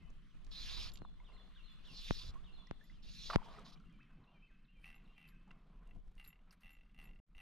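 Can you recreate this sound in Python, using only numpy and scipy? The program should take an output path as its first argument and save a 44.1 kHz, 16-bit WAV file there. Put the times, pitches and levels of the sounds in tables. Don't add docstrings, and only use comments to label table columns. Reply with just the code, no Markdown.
import sys
import numpy as np
from scipy import signal
from scipy.io import wavfile
from scipy.ndimage import uniform_filter1d

SR = 44100
rng = np.random.default_rng(int(sys.argv[2]) if len(sys.argv) > 2 else 0)


def store_wav(level_fs):
    pcm = np.round(np.clip(np.atleast_2d(level_fs), -1, 1) * 32767)
    wavfile.write(sys.argv[1], SR, pcm.T.astype(np.int16))


def gain_from_decibels(decibels):
    exponent = np.asarray(decibels, float) / 20
    return 10 ** exponent


N = 327122

# pitch_hz, likeness
SAME = [(60, 0.25), (180, 1), (510, 0.96), (1510, 0.86), (4420, 0.64), (13000, 0.0685)]
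# pitch_hz, left_lead_rad
LEAD = [(0, -0.073), (3450, 0.4), (5170, -0.43), (11200, -0.0), (12300, 0.22), (13100, -0.018)]
# time_s, pitch_hz
STEP_DOWN = [(0, 4650), (.016, 4030), (.03, 4230), (.042, 4150), (.062, 3470), (.12, 3420)]
HOOK = [(0, 2504), (.018, 3800), (.042, 2950), (.06, 2730), (.082, 2690)]
PIP = [(0, 2590), (.015, 2790), (.035, 2758)]
PEEP = [(0, 2480), (0.02, 2644), (0.037, 2600)]
SLUR = [(0, 1895), (.018, 2200), (.045, 1565), (.08, 1560)]
THIN = [(0, 3203.5), (.03, 3125), (.2, 3030)]
DIP = [(0, 2536), (0.018, 2405), (0.049, 2272.5)]
CHIP = [(0, 4300), (.015, 3270)]


def evened(x):
    return x / np.sqrt(np.mean(x ** 2) + 1e-20)


def read(points, hz):
    f, value = np.transpose(points)
    return np.interp(np.log(hz + 1), np.log(f + 1), value)


def curves(rows, off_db=None):
    s, *columns = np.transpose(rows)
    return [np.interp(np.arange(N) / SR, s, c, off_db, off_db) for c in columns]


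def swells(rows):
    t = np.arange(N) / SR
    return sum(gain_from_decibels(db) * np.exp(-((t - s) / spread) ** 2) for s, db, spread in rows)


def sides(pan_db):
    return np.array([gain_from_decibels(pan_db / 2), gain_from_decibels(-pan_db / 2)])


def add(mix, s, sound):
    part = mix[..., round(s * SR):][..., :sound.shape[-1]]
    part += sound[..., :part.shape[-1]]


def band(x, lo_hz, hi_hz, order=2):
    return signal.sosfilt(signal.butter(order, [lo_hz, min(hi_hz, .45 * SR)], "band", fs=SR, output="sos"), x)


def around(x, hz, octaves):
    reach = 2 ** (np.clip(octaves, .1, 4) / 2)
    return evened(band(x, hz / reach, hz * reach))


def noise(tone_db, same, lead, patchy_db, flicker_db, size):
    frames, hz = 4 * N // size + 5, np.fft.rfftfreq(size, 1 / SR)
    a, b, c, d, patches = rng.standard_normal((frames, len(hz), 5)).T
    patches = uniform_filter1d(patches, size // 64, 0)
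    patches = evened(uniform_filter1d(patches, 8192 // size, 1))
    same = np.clip(same(hz), -1, 1)[:, None]
    left = a + 1j * b
    right = same * left + np.sqrt(1 - same ** 2) * (c + 1j * d)
    right = right * np.exp(-1j * lead(hz))[:, None]
    level_db = tone_db(hz)[:, None] + patchy_db * patches + flicker_db * rng.standard_normal(frames)
    spectra = np.array([left, right]) * gain_from_decibels(level_db)
    return evened(signal.istft(spectra, nperseg=size, noverlap=3 * size // 4)[1][:, :N])


def ring(modes, detune):
    t = np.arange(SR // 6) / SR
    return sum(gain_from_decibels(db - 60 * t / t60) * np.sin(2 * np.pi * hz * detune * t) for hz, db, t60 in modes)


def line():
    # start_s, end_s, fastest_s, level_db, spread_s
    pulls = [
        (.513, .9, .75, -50, .24),
        (1.845, 2.31, 2.12, -50.5, .19),
        (3.025, 3.36, 3.31, -52.5, .23),
        (2.79, 2.98, 2.88, -77, .2),
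        (3.43, 3.48, 3.455, -63, .018),
        (3.48, 3.63, 3.55, -69.5, .09),
        (3.648, 3.712, 3.68, -62, .06),
        (3.72, 3.75, 3.733, -63, .025),
    ]
    # pitch_hz, level_db per Hz
    rod_tone = [(240, -64), (400, -16.5), (659, -22), (911, -23), (1020, -23), (1690, 0), (1840, -2.5),
                (2140, -3.5), (3500, 6), (4800, 4), (6720, -9), (9010, -24.5), (11100, -15), (13400, -28)]
    # pitch_hz, width_hz, level_db
    guide_rings = [(2430, 170, -12), (2760, 32, -8), (3460, 43, -2), (3720, 58, 0), (4110, 290, 0),
                   (4840, 54, -3), (5450, 84, -7), (6520, 56, -14)]
    # time_s, low_hiss_db
    slack_line = [(.51, 3), (.6, -5), (.9, -12.5), (1.85, -8), (1.97, -23), (2.3, -22), (3.03, -15.5),
                  (3.14, -12.5), (3.75, -36)]
    split_hz, rings_db = 3200, 6
    rings = lambda hz: sum(1 / (1 + (2 * (hz - f) / (w + 60)) ** 2) for f, w, _ in guide_rings)
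    tone = lambda hz: read(rod_tone, hz) + rings_db * np.minimum(rings(hz), 1)
    hiss = noise(tone, lambda hz: 0.88 + 0 * hz, lambda hz: 0.87 + 0 * hz, 2.9, 0.8, size=512)
    low, high = band(hiss, 100, split_hz), band(hiss, split_hz, 27000)
    t = np.arange(N) / SR
    level = np.zeros(N)
    for start, end, fastest, db, spread in pulls:
        level += gain_from_decibels(db - 10 * ((t - fastest) / spread) ** 2) * (t > start) * (t < end)
    level = uniform_filter1d(level, size=500)
    return sides(-2.5)[:, None] * level * (high - gain_from_decibels(curves(slack_line)[0]) * low)


def bending_wave(first_s, stretch, decay_s, spike, ring_db, top_hz):
    t = np.arange(-SR // 60, SR // 15) / SR
    late = np.maximum(t, 0)
    swing = -np.cos(np.pi * np.log1p(late / first_s) / np.log(stretch)) * (t >= 0)
    swing *= np.exp(-late / decay_s) / (1 + late / .003) ** .45
    swing *= 1 + spike * np.exp(-late / .0003)
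    ahead = gain_from_decibels(ring_db) * np.sin(2 * np.pi * 165 * t + 3.0) * np.exp(np.minimum(t / 0.0063, -t / 0.0062))
    return signal.lfilter(*signal.butter(2, top_hz, fs=SR), swing + ahead)


def jolts():
    # start_s, peak_db, sharpness_hz
    blows = [
        (1.019, -38.5, 1200),
        (2.1086, -20, 9000),
        (2.7112, -30.5, 8900),
        (3.3591, -14, 15000),
    ]
    out = np.zeros((2, N))
    tick = 1.3 * bending_wave(0.00033, 2.25, 0.0004, 0, -41, 4430)
    push = 0.97 * bending_wave(0.0046, 7.5, 0.015, 0, -28, 360)
    right = 1.26 * bending_wave(0.00023, 2.59, 0.0034, -0.85, -16, 2700)
    left = np.roll(tick, 9) + np.roll(push, 45)
    shock = np.array([left, right])
    for s, db, sharp_hz in blows:
        softened = signal.lfilter(*signal.butter(1, min(sharp_hz, .45 * SR), fs=SR), shock)
        add(out, s - 1 / 60 - .00015, gain_from_decibels(db) * softened)
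    return out


def scuffs():
    # start_s, peak_db, centre_hz, spread_octaves
    rubs = [(0.101, -57.5, 6500, 0.27), (0.445, -51, 4080, 1.6), (0.4653, -49.5, 3820, 0.99),
            (0.9175, -41, 4400, 0.53), (0.938, -47, 7000, 1.6), (0.955, -38, 3500, 1.2),
            (0.9715, -35.5, 3870, 0.53), (1.873, -55, 4230, 1.9), (2.669, -48.5, 5200, 0.25),
            (3.0264, -66, 4840, 0.55), (3.5917, -50, 5150, 1.2), (3.7985, -56, 3640, 0.79),
            (3.896, -65, 4050, 1.1), (3.925, -67, 5000, 1.7), (4.0287, -64, 4190, 0.69),
            (5.2856, -51, 4000, 0.44), (5.477, -68, 4090, 2), (5.512, -56, 4000, 0.98),
            (5.8724, -59.5, 4360, 2.1), (5.8894, -72, 3900, 1.5), (5.9514, -74, 4500, 1.1),
            (6.151, -62, 4400, 2.1), (6.2476, -44.5, 4130, 0.21), (6.508, -45, 4940, 0.27),
            (6.5262, -54, 3480, 3), (4.8415, -37, 2530, 0.29), (6.6069, -62, 4800, 0.96),
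            (3.302, -31.5, 1940, 1.4), (3.334, -32, 1700, 1.6), (3.342, -40.5, 2400, 1.2),
            (3.488, -60.5, 3000, .6), (3.539, -52, 2900, 0.76), (3.57, -60, 2800, 0.91),
            (3.585, -57, 3100, .5), (3.606, -58, 3100, .5), (3.664, -47, 2400, 0.91),
            (2.355, -60, 2200, 1.6), (0.986, -49, 3780, .8)]
    out = np.zeros((2, N))
    t = np.arange(SR // 12) / SR
    for s, db, hz, octaves in rubs:
        grit = around(rng.standard_normal(len(t)), hz, octaves)
        fade = gain_from_decibels(db - 12.5 - 60 * t / 0.022) * np.minimum(t / 0.0022, 1)
        add(out, s, sides(-8.5)[:, None] * grit * fade)
    return out


def pawl_times():
    # start_s, stop_s, push_s, top_teeth_per_s, peak_db
    runs = [(4.8424, 5.08, 0.002, 105.1, -54), (5.1654, 5.275, .0236, 93, -59.5),
            (5.5073, 5.51, 0, 40, -50), (6.945, 6.95, 0, 40, -58), (5.8678, 5.93, 0, 60, -63),
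            (6.1794, 6.4, .0239, 71.3, -57), (6.5108, 6.515, .05, 40, -58),
            (6.6188, 6.9, .0507, 88.6, -58.5), (6.963, 7.2, .001, 99.8, -55), (7.349, 7.35, 0, 40, -57),
            (7.3675, 7.42, .06, 108, -55.5)]
    coast_s, spin_up_s, slack = .1936, .0041, .916
    slow_db = 10
    first_db, build_s = -9, .012
    uneven_s, uneven_db = .0006, 2.8
    rows = []
    for start, stop, push, per_s, db in runs:
        t = np.arange(0, stop - start, 1 / SR)
        speed = (1 - slack * np.exp(-t / spin_up_s)) * np.exp(-np.maximum(t - push, 0) / coast_s)
        teeth = np.cumsum(per_s * speed) / SR
        at = np.interp(np.arange(int(teeth[-1]) + 1), teeth, t)
        wobble = rng.standard_normal((len(at), 2))
        halvings = np.maximum(at - push, 0) / coast_s / np.log(2)
        level_db = db - slow_db * halvings + first_db * np.exp(-at / build_s)
        times = start + at + uneven_s * wobble[:, 0] * (at > 1 / SR)
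        rows += zip(times, level_db + uneven_db * wobble[:, 1])
    return rows


def reel():
    # pitch_hz, level_db, t60_s
    spool = [(808, -11, 0.028), (1200, -9, 0.018), (2010, -4, 0.049), (2167, -20.5, 0.25),
             (2735, 2.5, 0.04), (3480, -45, .03)]
    # centre_hz, spread_octaves, level_db
    tooth_rasp = [(2200, 1, 0), (4300, 0.46, -16), (5700, 0.12, -0.5), (9300, .15, 1.5),
                  (12200, 0.27, -1.5)]
    out = np.zeros(N)
    t = np.arange(SR // 12) / SR
    strikes = pawl_times()
    gaps = np.diff(np.transpose(strikes)[0], append=N / SR)
    for (s, db), gap in zip(strikes, gaps):
        grit = rng.standard_normal(len(t))
        rasp_db = -10 - 9 * np.log2(np.clip(gap, .011, .03) / 0.0075)
        rasp = sum(gain_from_decibels(g) * around(grit, hz, octaves) for hz, octaves, g in tooth_rasp)
        rasp = rasp * gain_from_decibels(rasp_db - 60 * t / 0.014)
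        body = ring(spool, 1 + 0.011 * rng.standard_normal())[:len(t)]
        body = body * (1 + 0.24 * around(grit, 460, 2.56))
        add(out, s, gain_from_decibels(db) * (body + rasp) * np.minimum(t / 0.001, 1))
    return out


def palm():
    # peak_s, level_db, spread_s
    drags = [(4.87, -79, .06), (5.2, -93, .03), (5.285, -80.5, 0.017), (6.2, -79, 0.024),
             (6.265, -75.5, 0.028), (6.53, -73.5, .015), (6.62, -79, 0.014), (6.71, -81, 0.015),
             (7.03, -76, 0.027), (7.39, -86, 0.028)]
    # centre_hz, spread_octaves, level_db
    rim = [(1520, 0.99, 1.5), (4000, 0.52, -4.5), (9400, 0.25, -7), (12800, 0.27, -12)]
    skin = rng.standard_normal(N)
    return swells(drags) * sum(gain_from_decibels(g) * around(skin, hz, octaves) for hz, octaves, g in rim)


def fitting():
    # start_s, upper_peak_db, low_above_upper_db
    knocks = [(0.9357, -59, -2.5), (1.717, -79, -5), (2.8406, -67.5, -13), (4.953, -68.5, -13),
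              (5.277, -68, -22), (6.241, -65, -14), (6.2482, -60, -34), (6.263, -71, -20),
              (6.2756, -48, -25), (6.5116, -71, -26), (6.6074, -74, -33), (6.705, -65, -20),
              (6.7294, -65.5, -16), (7.0414, -61, -28), (7.054, -74.5, -6), (5.289, -66, -19)]
    # pitch_hz, level_db, t60_s
    upper = [(11600, 0, .09), (11665, -4, .07), (12370, -7, .07)]
    lower = [(7200, 0, .13), (3700, -10, .15)]
    out = np.zeros(N)
    soft = np.minimum(np.arange(SR // 6) / SR / 0.001, 1)
    for s, db, low_db in knocks:
        add(out, s, gain_from_decibels(db - 7) * (ring(upper, 1) + gain_from_decibels(low_db + 9) * ring(lower, 1)) * soft)
    return out


def bubble(hz, t60, rise):
    t = np.arange(round(min(t60, .1) * SR) + 99) / SR
    turns = np.cumsum(hz * 2 ** (rise * t * (1 + t / 0.033))) / SR
    fade = gain_from_decibels(-60 * t / np.clip(t60, .004, .12)) * np.minimum(t / .001, 1)
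    return np.sin(2 * np.pi * turns) * fade


def water():
    # start_s, peak_db, pitch_hz, t60_s
    drips = [(1.05, -37.5, 1030, 0.0084), (1.202, -62.5, 970, 0.096), (1.299, -51.5, 1023, 0.012),
             (2.672, -59, 1940, 0.041), (3.301, -29, 1340, 0.017), (3.308, -29.5, 1170, 0.021),
             (3.315, -52, 1190, 0.015), (3.326, -43, 1130, 0.017), (3.333, -30, 1120, 0.018),
             (3.34, -39, 1050, 0.0024), (5.475, -66.5, 832, 0.14), (5.512, -40.5, 1390, 0.0047),
             (5.96, -59.5, 700, 0.036), (2.356, -53, 1054, 0.14), (2.811, -58.5, 1730, 0.064),
             (2.898, -58, 2010, 0.041), (3.384, -46, 980, 0.044), (3.417, -48.5, 870, 0.045),
             (3.46, -52.5, 893, 0.082), (3.586, -48, 1250, 0.04), (3.803, -63, 1345, 0.054),
             (3.839, -62, 1330, 0.031), (1.2, -57.5, 2120, 0.024), (3.6, -62, 484, 0.078),
             (3.76, -63, 2340, 0.027), (3.775, -61, 2980, 0.02), (3.895, -67, 2010, 0.029),
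             (3.905, -68, 3250, 0.041),
             (3.428, -49.5, 1240, .03), (3.504, -65, 1000, 0.023), (3.538, -57, 720, .03),
               (3.547, -52, 1200, 0.032), (3.563, -58, 1900, 0.046), (3.58, -54.5, 394, 0.065),
               (3.663, -54.5, 1060, .04), (3.72, -61, 1210, 0.057), (3.764, -63, 1140, 0.027),
               (1.32, -65, 2070, 0.046), (1.365, -62, 2020, 0.033), (1.398, -63, 1860, .025),
               (1.562, -61, 1560, .04), (1.718, -68, 1920, .08), (2.84, -68, 1950, 0.068)]
    # time_s, level_db
    churn = [(3.29, -92), (3.3, -42.5), (3.325, -54), (3.335, -41.5), (3.35, -43), (3.37, -71), (3.45, -76),
             (3.58, -60.5), (3.65, -71.5), (3.8, -88), (3.96, -93)]
    out, swarm = np.zeros(N), np.zeros(N)
    for s, db, hz, t60 in drips:
        add(out, s, gain_from_decibels(db) * bubble(hz, t60, 2.3))
    for place, pitch, size in rng.random((900, 3)):
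        hz = 600 * 2 ** (3.0 * pitch ** 1.3)
        add(swarm, 3.29 + 0.66 * place, size ** 3 * bubble(hz, 18 / hz, 20) * (1000 / hz) ** .6)
    swarm /= np.sqrt(np.mean(swarm[swarm != 0] ** 2))
    specks = rng.standard_normal(N) * gain_from_decibels(1.7 * np.minimum(rng.exponential(1, N), 4))
    specks *= rng.random(N) < 3000 / SR
    swarm += gain_from_decibels(-0.5) * around(specks, 1200, 2.0)
    return (out + gain_from_decibels(curves(churn, -200)[0] - 6) * swarm) * sides(-1.5)[:, None]


def birds():
    # (pitch path, offset_s, level_db) per note, then (start_s, level_db) per singing
    phrases = [
        ([(HOOK, 0, 0), (STEP_DOWN, 0.086, -0.32)], [(.909, -75.5), (1.235, -70.5), (1.54, -67.5), (1.84, -63), (2.432, -68)]),
        ([(CHIP, -0.034, -6), (PIP, 0, 0), (THIN, 0.027, -9), (DIP, 0.07, -1.5), (PEEP, 0.15, 6), (SLUR, 0.2, -5.5)], [(3.85, -75), (4.27, -73), (4.68, -73), (5.087, -71.5)]),
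        ([([(0, 885), (.02, 1608), (.035, 2529)], 0, 0)], [(3.985, -69.5)]),
        ([([(0, 3051.5), (.025, 3099.5), (.042, 4302)], 0, 0), ([(0, 4449), (.025, 3097), (.065, 2392), (.097, 2748)], .065, 0)], [(.22, -81.5)]),
        ([([(0, 2507.5), (.04, 3289), (.1, 2300)], 0, 0)], [(2.91, -78.5)]),
        ([([(0, 3054), (.035, 2395)], 0, 0)], [(1.675, -75), (1.735, -84), (1.782, -74)]),
        ([(PEEP, 0, 0), ([(0, 2134), (.06, 2016)], 0, -0.98), ([(0, 2998.5), (.05, 3012)], .04, -1.6), (PEEP, 0.064, -2.3)], [(0.0, -77)]),
    ]
    out = np.zeros(N)
    for phrase, times in phrases:
        for path, offset, note_db in phrase:
            s, hz = np.transpose(path)
            t = np.arange(0, s[-1], 1 / SR)
            pitch = uniform_filter1d(np.interp(t, s, hz), size=120, mode="nearest")
            waver = evened(uniform_filter1d(rng.standard_normal(len(t)), size=150))
            pitch *= 1 + .007 * waver
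            note = np.sin(2 * np.pi * np.cumsum(pitch) / SR) * signal.windows.tukey(len(t), .35)
            for start, db in times:
                add(out, start + offset, gain_from_decibels(db + note_db + 0.5) * note)
    t = np.arange(SR) / SR
    echo = rng.standard_normal((2, SR)) * gain_from_decibels(-60 * t / 1.1) * (t > .012)
    echo = signal.fftconvolve(out[None], echo / np.linalg.norm(echo[0]), axes=1)[:, :N]
    return out * sides(-2.0)[:, None] + gain_from_decibels(0.5) * echo


def hull():
    # peak_s, level_db, spread_s
    groans = [
        (1.02, -57, 0.022),
        (1.93, -60, 0.024),
        (2.33, -87, 0.018),
        (4.2, -62.5, 0.038),
        (5.97, -60.5, 0.023),
        (7.06, -66.5, 0.094),
    ]
    return swells(groans) * evened(band(rng.standard_normal(N), 100, 226))


def river():
    # time_s, level_db
    flow = [(0.0, -78.5), (0.47, -78), (0.72, -64.5), (0.89, -65), (1.03, -87), (1.24, -78), (1.36, -75.5),
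            (2.11, -73), (3.06, -81), (3.49, -66.5), (3.8, -78.5), (4.83, -86), (5.04, -78.5), (5.87, -83),
            (6.01, -88), (6.49, -83.5), (7.31, -87), (7.42, -101)]
    # pitch_hz, level_db per Hz
    flow_tone = [(240, -33.5), (400, 1), (499, -14.5), (720, -3), (911, -14), (1020, 0.5), (1740, -4.5),
                 (3080, -6), (6520, -24.5), (13400, -34)]
    # peak_s, level_db, spread_s
    wavelets = [(.05, -77, 0.065), (.8, -68, 0.25), (1.38, -69.5, 0.13), (1.9, -73, 0.089),
                (2.5, -74.5, 0.38), (3.53, -63, 0.18), (4.27, -74, 0.15), (5.03, -76.5, 0.14),
                (5.501, -76, 0.024), (5.75, -73.5, 0.23), (5.97, -84, 0.016), (6.45, -81.5, 0.17),
                (7.05, -75.5, 0.054)]
    level_db, = curves(flow)
    wide_db, mono_db = 2.5, -2.5
    treble_db = mono_db + (wide_db - mono_db) * folded() - 0.12 * (level_db + 83.5)
    same, lead = (lambda hz: read(SAME, hz)), (lambda hz: read(LEAD, hz))
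    wash = noise(lambda hz: read(flow_tone, hz), same, lead, 2.3, 1.2, size=512)
    body = band(wash, 1100, 3600, order=3)
    far = body + gain_from_decibels(treble_db) * band(wash, 3600, 16000, order=3)
    laps = gain_from_decibels(-99.5) + swells(wavelets)
    lapping = gain_from_decibels(-3.0) * laps * evened(band(wash, 290, 970, order=3))
    return gain_from_decibels(level_db + 1.0) * far / body.std() + lapping


def drone():
    # pitch_hz, width_hz, level_db
    murmur = [(161.5, 15, 6), (206, 153, -10.5)]
    # time_s, level_db
    drone_level = [(0.0, -71), (2.07, -75), (3.7, -65.5), (4.44, -75), (5.52, -70.5), (6.4, -77.5),
                   (7.02, -77.5), (7.42, -76)]
    humps = lambda hz: sum(gain_from_decibels(db) / (1 + (2 * (hz - f) / w) ** 2) for f, w, db in murmur)
    same, lead = (lambda hz: read(SAME, hz)), (lambda hz: read(LEAD, hz))
    low = noise(lambda hz: 20 * np.log10(humps(hz)), same, lead, 1.6, 1.5, size=1024)
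    return gain_from_decibels(curves(drone_level)[0] + 2.5) * low


def wind():
    # time_s, gust_db
    gust_points = [(0, -47.5), (.23, -55.5), (.68, -47), (.85, -45.5), (1.1, -50.5), (1.6, -55.5),
                   (2.02, -54), (2.29, -44), (2.6, -56), (2.8, -58), (3.1, -49), (3.45, -55.5),
                   (4.36, -61.5), (4.92, -57.5), (5.6, -57.5), (6.03, -49.5), (6.36, -58), (7.42, -53.5)]
    gust_db, = curves(gust_points)
    buffet_db = -27.5 + 1.47 * (gust_db + 61)
    a, b, lumps = rng.standard_normal((3, 2, N))
    lumps = gain_from_decibels(2.5 * evened(band(lumps, 3, 14, order=1)))
    rumble = evened(band(a + 0.014 * a[::-1], 7.47, 34.1, order=4))
    buffets = evened(band(b + 2.9 * b[::-1], 23, 85))
    return gain_from_decibels(gust_db) * sides(0.47)[:, None] * lumps * (rumble + gain_from_decibels(buffet_db - 6.5) * buffets)


def folded():
    fold_s, fold_len_s = 3.81, 0.6
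    return np.clip((fold_s - np.arange(N) / SR) / fold_len_s + .5, .02, 1)


def scene():
    tackle = jolts() + scuffs() + reel() + palm() + fitting()
    return line() + tackle + water() + birds() + hull() + river() + drone() + wind()


def roll_off(x):
    return signal.sosfilt(signal.butter(12, 15700, fs=SR, output="sos"), x)


def record(dry):
    t = np.arange(N) / SR
    width = folded()
    mid, side = (dry[0] + dry[1]) / 2, (dry[0] - dry[1]) / 2
    gusts = signal.sosfiltfilt(signal.butter(2, 70, fs=SR, output="sos"), side)
    gusty = np.exp(-((t - 6.0) / 0.063) ** 2)
    side = width * side + (1 - width) * gusty * gusts
    x = np.array([mid + side, mid - side])
    dull = signal.oaconvolve(x, signal.firwin(255, 13550, fs=SR)[None], "same")
    x = width * dull + (1 - width) * x
    gap_s, gap_end_s, gap_fade_s = 7.201, 7.264, .06
    gate = np.clip((gap_s - t) / 0.0005, 0, 1) + np.clip((t - gap_end_s) / gap_fade_s, 0, 1)
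    mix = signal.sosfilt(signal.butter(2, 12, "high", fs=SR, output="sos"), x) * gate
    return roll_off(mix)


dry = scene()
out = record(dry)
store_wav(out)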